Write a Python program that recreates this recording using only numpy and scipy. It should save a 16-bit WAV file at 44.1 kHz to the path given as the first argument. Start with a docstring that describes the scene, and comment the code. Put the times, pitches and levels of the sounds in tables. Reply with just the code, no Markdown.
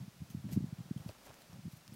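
"""Dull bumps and rumble, probably a hand on the microphone, filtered through its case.
A few metres away, outdoors, a farrier picks up his tools beside a horse: light ticks, one steel
clink, dull knocks. Something swishes past the leather apron and boots scuff on dry ground,
both as grainy friction noise. A steady hiss lies underneath."""
import sys
import numpy as np
from scipy import signal
from scipy.fft import rfft, irfft
from scipy.io import wavfile

SR = 44100
rng = np.random.default_rng(int(sys.argv[2]) if len(sys.argv) > 2 else 0)


def store_wav(level_fs):
    """Save 16-bit WAV to argv[1]."""
    pcm = np.round(np.clip(np.atleast_2d(level_fs), -1, 1) * 32767)
    wavfile.write(sys.argv[1], SR, pcm.T.astype(np.int16))


N = 85995
TIME_S = np.arange(N) / SR


def from_db(db):
    """dB to gain."""
    return 10 ** (np.asarray(db) / 20)


def unit_rms(x):
    """Scale to rms 1."""
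    return x / np.sqrt(np.mean(x ** 2) + 1e-20)


def envelope(rows):
    """Gain curve from rows of time_s, level_db."""
    return from_db(np.interp(TIME_S, *np.transpose(rows)))


def noise(colour):
    """Unit-rms noise shaped by rows of freq_hz, gain_db."""
    freq_hz, gain_db = np.transpose(colour)
    bins_hz = np.maximum(np.arange(N // 2 + 1) * SR / N, 1)
    gain = from_db(np.interp(np.log(bins_hz), np.log(freq_hz), gain_db))
    return unit_rms(irfft(rfft(rng.standard_normal(N)) * gain, N))


def butter(x, corner_hz, kind, order):
    """Causal Butterworth filter."""
    return signal.sosfilt(signal.butter(order, corner_hz, kind, fs=SR, output="sos"), x)


def swell(peak_s, rise_s, fall_s, roundness=1):
    """Rise to 1, then fall; roundness 1 is exponential, 2 bell-shaped."""
    return np.exp(-np.maximum((peak_s - TIME_S) / rise_s, (TIME_S - peak_s) / fall_s) ** roundness)


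def strike(start_s, modes):
    """Decaying modes of a struck body."""
    age_s = np.maximum(TIME_S - start_s, 0)
    return sum(from_db(db) * np.exp(-np.log(1000) * age_s / t60_s) * np.sin(2 * np.pi * hz * age_s)
               for hz, db, t60_s in modes)


def grain(depth_db, rate_hz):
    """Fast random gain of a rubbed rough surface."""
    flicker = unit_rms(butter(rng.standard_normal(N), rate_hz, "low", order=2))
    return unit_rms(from_db(depth_db * flicker))


def through_case(force, top_hz):
    """A soft contact loses treble in the case and deep bass in the microphone."""
    bass_cut_hz = 122.3 * (top_hz / 190) ** 0.33  # firmer contact, less deep bass
    return butter(butter(force, top_hz, "low", order=4), bass_cut_hz, "high", order=4)


def handling(contact_sigma_s=0.00056, bump_trim_db=-1.13):
    """Soft pushes on the microphone: single ones bump, random pressure rumbles."""
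    # contacts: peak_s, level_db, top_hz (higher is firmer)
    bumps = [(0.015, -45.5, 169), (0.083, -39, 195), (0.2098, -44.5, 108), (0.2229, -33.5, 160),
             (0.2339, -40.5, 174), (0.307, -44, 198), (0.3506, -29.5, 233), (0.3737, -36, 153),
             (0.4048, -46, 129), (0.4459, -35.5, 214), (0.4556, -33.5, 199), (0.4752, -36.5, 198),
             (0.5077, -43, 145), (0.5232, -33, 268), (0.5326, -31.5, 173), (0.5459, -39, 146),
             (0.5672, -24, 200), (0.5765, -17.5, 244), (0.588, -33, 197), (0.609, -29.5, 258),
             (0.6291, -32.5, 153), (0.6443, -27.5, 225), (0.6706, -42.5, 160), (0.6885, -40.5, 164),
             (0.7306, -31.5, 176), (0.791, -37, 163), (0.8086, -34.0, 171), (0.8613, -43.5, 172),
             (0.9135, -25.5, 250), (0.966, -30, 186), (0.9816, -44, 213), (1.0058, -40, 134),
             (1.0185, -44.5, 156), (1.0645, -32, 194), (1.091, -40, 110), (1.303, -51.5, 104),
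             (1.4993, -47.5, 172), (1.5344, -43.5, 202), (1.5483, -44, 174), (1.5614, -49, 159),
             (1.5938, -40, 174), (1.6585, -35.5, 206), (1.6817, -36.5, 233), (1.738, -40.5, 154),
             (1.772, -51, 151), (1.9083, -51, 181), (1.9254, -39.5, 212)]
    # rumble between bumps: time_s, level_db
    rumble = [(0, -40.5), (.075, -58.5), (.1, -72), (.19, -64.5), (.23, -59.5), (.28, -64), (.33, -56),
              (.38, -46), (.42, -64), (.45, -46), (.49, -41), (.56, -46), (.67, -54), (.75, -67), (.9, -60),
              (1.01, -71), (1.08, -52), (1.12, -67), (1.27, -84.5), (1.31, -51.5), (1.35, -76.5),
              (1.47, -73), (1.54, -50.5), (1.6, -57), (1.63, -60.5), (1.67, -45), (1.71, -76), (1.78, -64),
              (1.84, -76), (1.88, -57.5), (1.95, -51.5)]
    push = signal.windows.gaussian(SR // 8, contact_sigma_s * SR)
    out = np.zeros(N)
    for peak_s, level_db, top_hz in bumps:
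        bump = through_case(push, top_hz)
        magnitude = np.abs(signal.hilbert(bump))
        lag_s = (np.arange(len(bump)) - magnitude.argmax()) / SR
        placed = np.interp(TIME_S - peak_s, lag_s, bump / magnitude.max(), left=0, right=0)
        out += from_db(level_db + bump_trim_db) * placed
    pressure = signal.fftconvolve(rng.standard_normal(N), push, "same")
    return out + envelope(rumble) * unit_rms(through_case(pressure, top_hz=176.5))


def tool_ticks():
    """Dry tool contacts: a very short ring plus a broad crack."""
    # contacts: peak_s, level_db, pitch_hz, decay_s, crack_re_ring_db
    ticks = [(0.4913, -56, 1800, 0.0011, -2), (0.785, -65.5, 2290, .002, 2), (0.9762, -60, 3220, .003, 2),
             (1.091, -53, 4630, 0.00079, 5), (1.3421, -53.5, 5550, 0.00059, 4),
             (1.4202, -56.5, 4110, 0.0013, 2), (1.532, -54.5, 5500, 0.00082, -5),
             (1.879, -46, 5020, 0.00033, -1), (1.929, -55.5, 5550, 0.00072, -7)]
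    # crack spectrum: freq_hz, gain_db
    colour = [(500, -5), (2500, 2.5), (6000, -6), (9000, -1.5), (15500, -15.5)]
    crack = noise(colour)
    out = np.zeros(N)
    for peak_s, level_db, pitch_hz, decay_s, crack_re_ring_db in ticks:
        shape = swell(peak_s, rise_s=0.0003, fall_s=decay_s)
        ring = shape * np.sin(2 * np.pi * pitch_hz * (TIME_S - peak_s))
        tick = unit_rms(ring) + from_db(crack_re_ring_db) * unit_rms(shape * crack)
        out += from_db(level_db) * shape.std() * tick
    return out


def knocks():
    """Dull knocks on horn or wood: low, well-damped modes."""
    # impacts: start_s, level_db
    hits = [(.4895, -53), (1.094, -41), (1.3048, -49.5)]
    # body modes: freq_hz, gain_db, t60_s
    modes = [(337, -10.5, 0.046), (612, 1.5, 0.023), (930, -9.5, 0.027), (1290, -14, 0.016),
             (2500, -13.5, 0.019)]
    return sum(from_db(level_db) * strike(start_s, modes) for start_s, level_db in hits)


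def clink(start_s=0.3015, level_db=-62):
    """Steel struck once rings high and briefly."""
    # steel modes: freq_hz, gain_db, t60_s
    modes = [(6280, 2.5, 0.061), (6400, -4, 0.069), (6750, -9, 0.037), (11650, -13, .06)]
    return from_db(level_db) * strike(start_s, modes)


def swishes():
    """Leather and dry leaves rub in short, bright strokes."""
    # strokes: peak_s, level_db, rise_s, fall_s
    strokes = [(.304, -59.5, .003, 0.022), (0.53, -49.5, 0.011, .014), (.98, -67, 0.0077, .03),
               (1.1, -62.5, 0.028, .015), (1.262, -59.5, .018, 0.011), (1.345, -69, 0.013, 0.011),
               (1.415, -66, 0.026, .014), (1.53, -71, .014, 0.0099), (1.725, -61.5, 0.016, 0.013),
               (1.772, -60, .006, 0.0066), (1.94, -60, 0.012, 0.016)]
    # friction spectrum: freq_hz, gain_db
    colour = [(300, -14), (1200, -16), (2400, 3.5), (3600, -1.5), (5800, 2), (7500, 0), (10600, -0.5),
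              (11200, 2.5), (13500, 2.5), (15500, -1)]
    gain = sum(from_db(level_db) * swell(peak_s, rise_s, fall_s, roundness=0.93)
               for peak_s, level_db, rise_s, fall_s in strokes)
    return gain * noise(colour) * grain(depth_db=2.0, rate_hz=210)


def scuffs():
    """Boots and clothes shift on the ground: dull, grainy friction."""
    # friction level: time_s, level_db
    levels = [(0, -65), (.1, -76), (.48, -70.5), (.492, -60.5), (.54, -63), (.6, -66.5), (.8, -67),
              (.88, -67.5), (.96, -70.5), (1.01, -61), (1.06, -63), (1.11, -61.5), (1.2, -67.5),
              (1.245, -64), (1.272, -55.5), (1.288, -59.5), (1.305, -59.5), (1.325, -65.5), (1.41, -63.5),
              (1.46, -68.5), (1.56, -65), (1.62, -75), (1.88, -77), (1.95, -64)]
    # friction spectrum: freq_hz, gain_db
    colour = [(100, -6), (280, 2), (600, 2.5), (1000, -1), (2000, -8), (4000, -13.5), (8000, -17.5),
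              (15500, -29)]
    return envelope(levels) * noise(colour) * grain(depth_db=2.5, rate_hz=140)


def outdoor_hiss(level_db=-63.5):
    """Steady open-air background."""
    # background spectrum: freq_hz, gain_db
    colour = [(25, -31), (50, 2), (80, -9.5), (150, -2.5), (300, -4), (450, -10.5), (620, -6.5),
              (1000, -10.5), (1250, -9.5), (1700, -11.5), (3300, -13), (5200, -13), (7500, -17),
              (10500, -19), (12000, -19.5), (15500, -20.5)]
    return from_db(level_db) * noise(colour)


def scene():
    """Mono sum at the microphone."""
    return (handling() + tool_ticks() + knocks() + clink() + swishes() + scuffs() + outdoor_hiss())[None]


def record(dry):
    """Steep elliptic low-pass."""
    cutoff_hz = 15800
    return signal.sosfilt(signal.ellip(12, 0.1, 70, cutoff_hz, fs=SR, output="sos"), dry)


dry = scene()
out = record(dry)
store_wav(out)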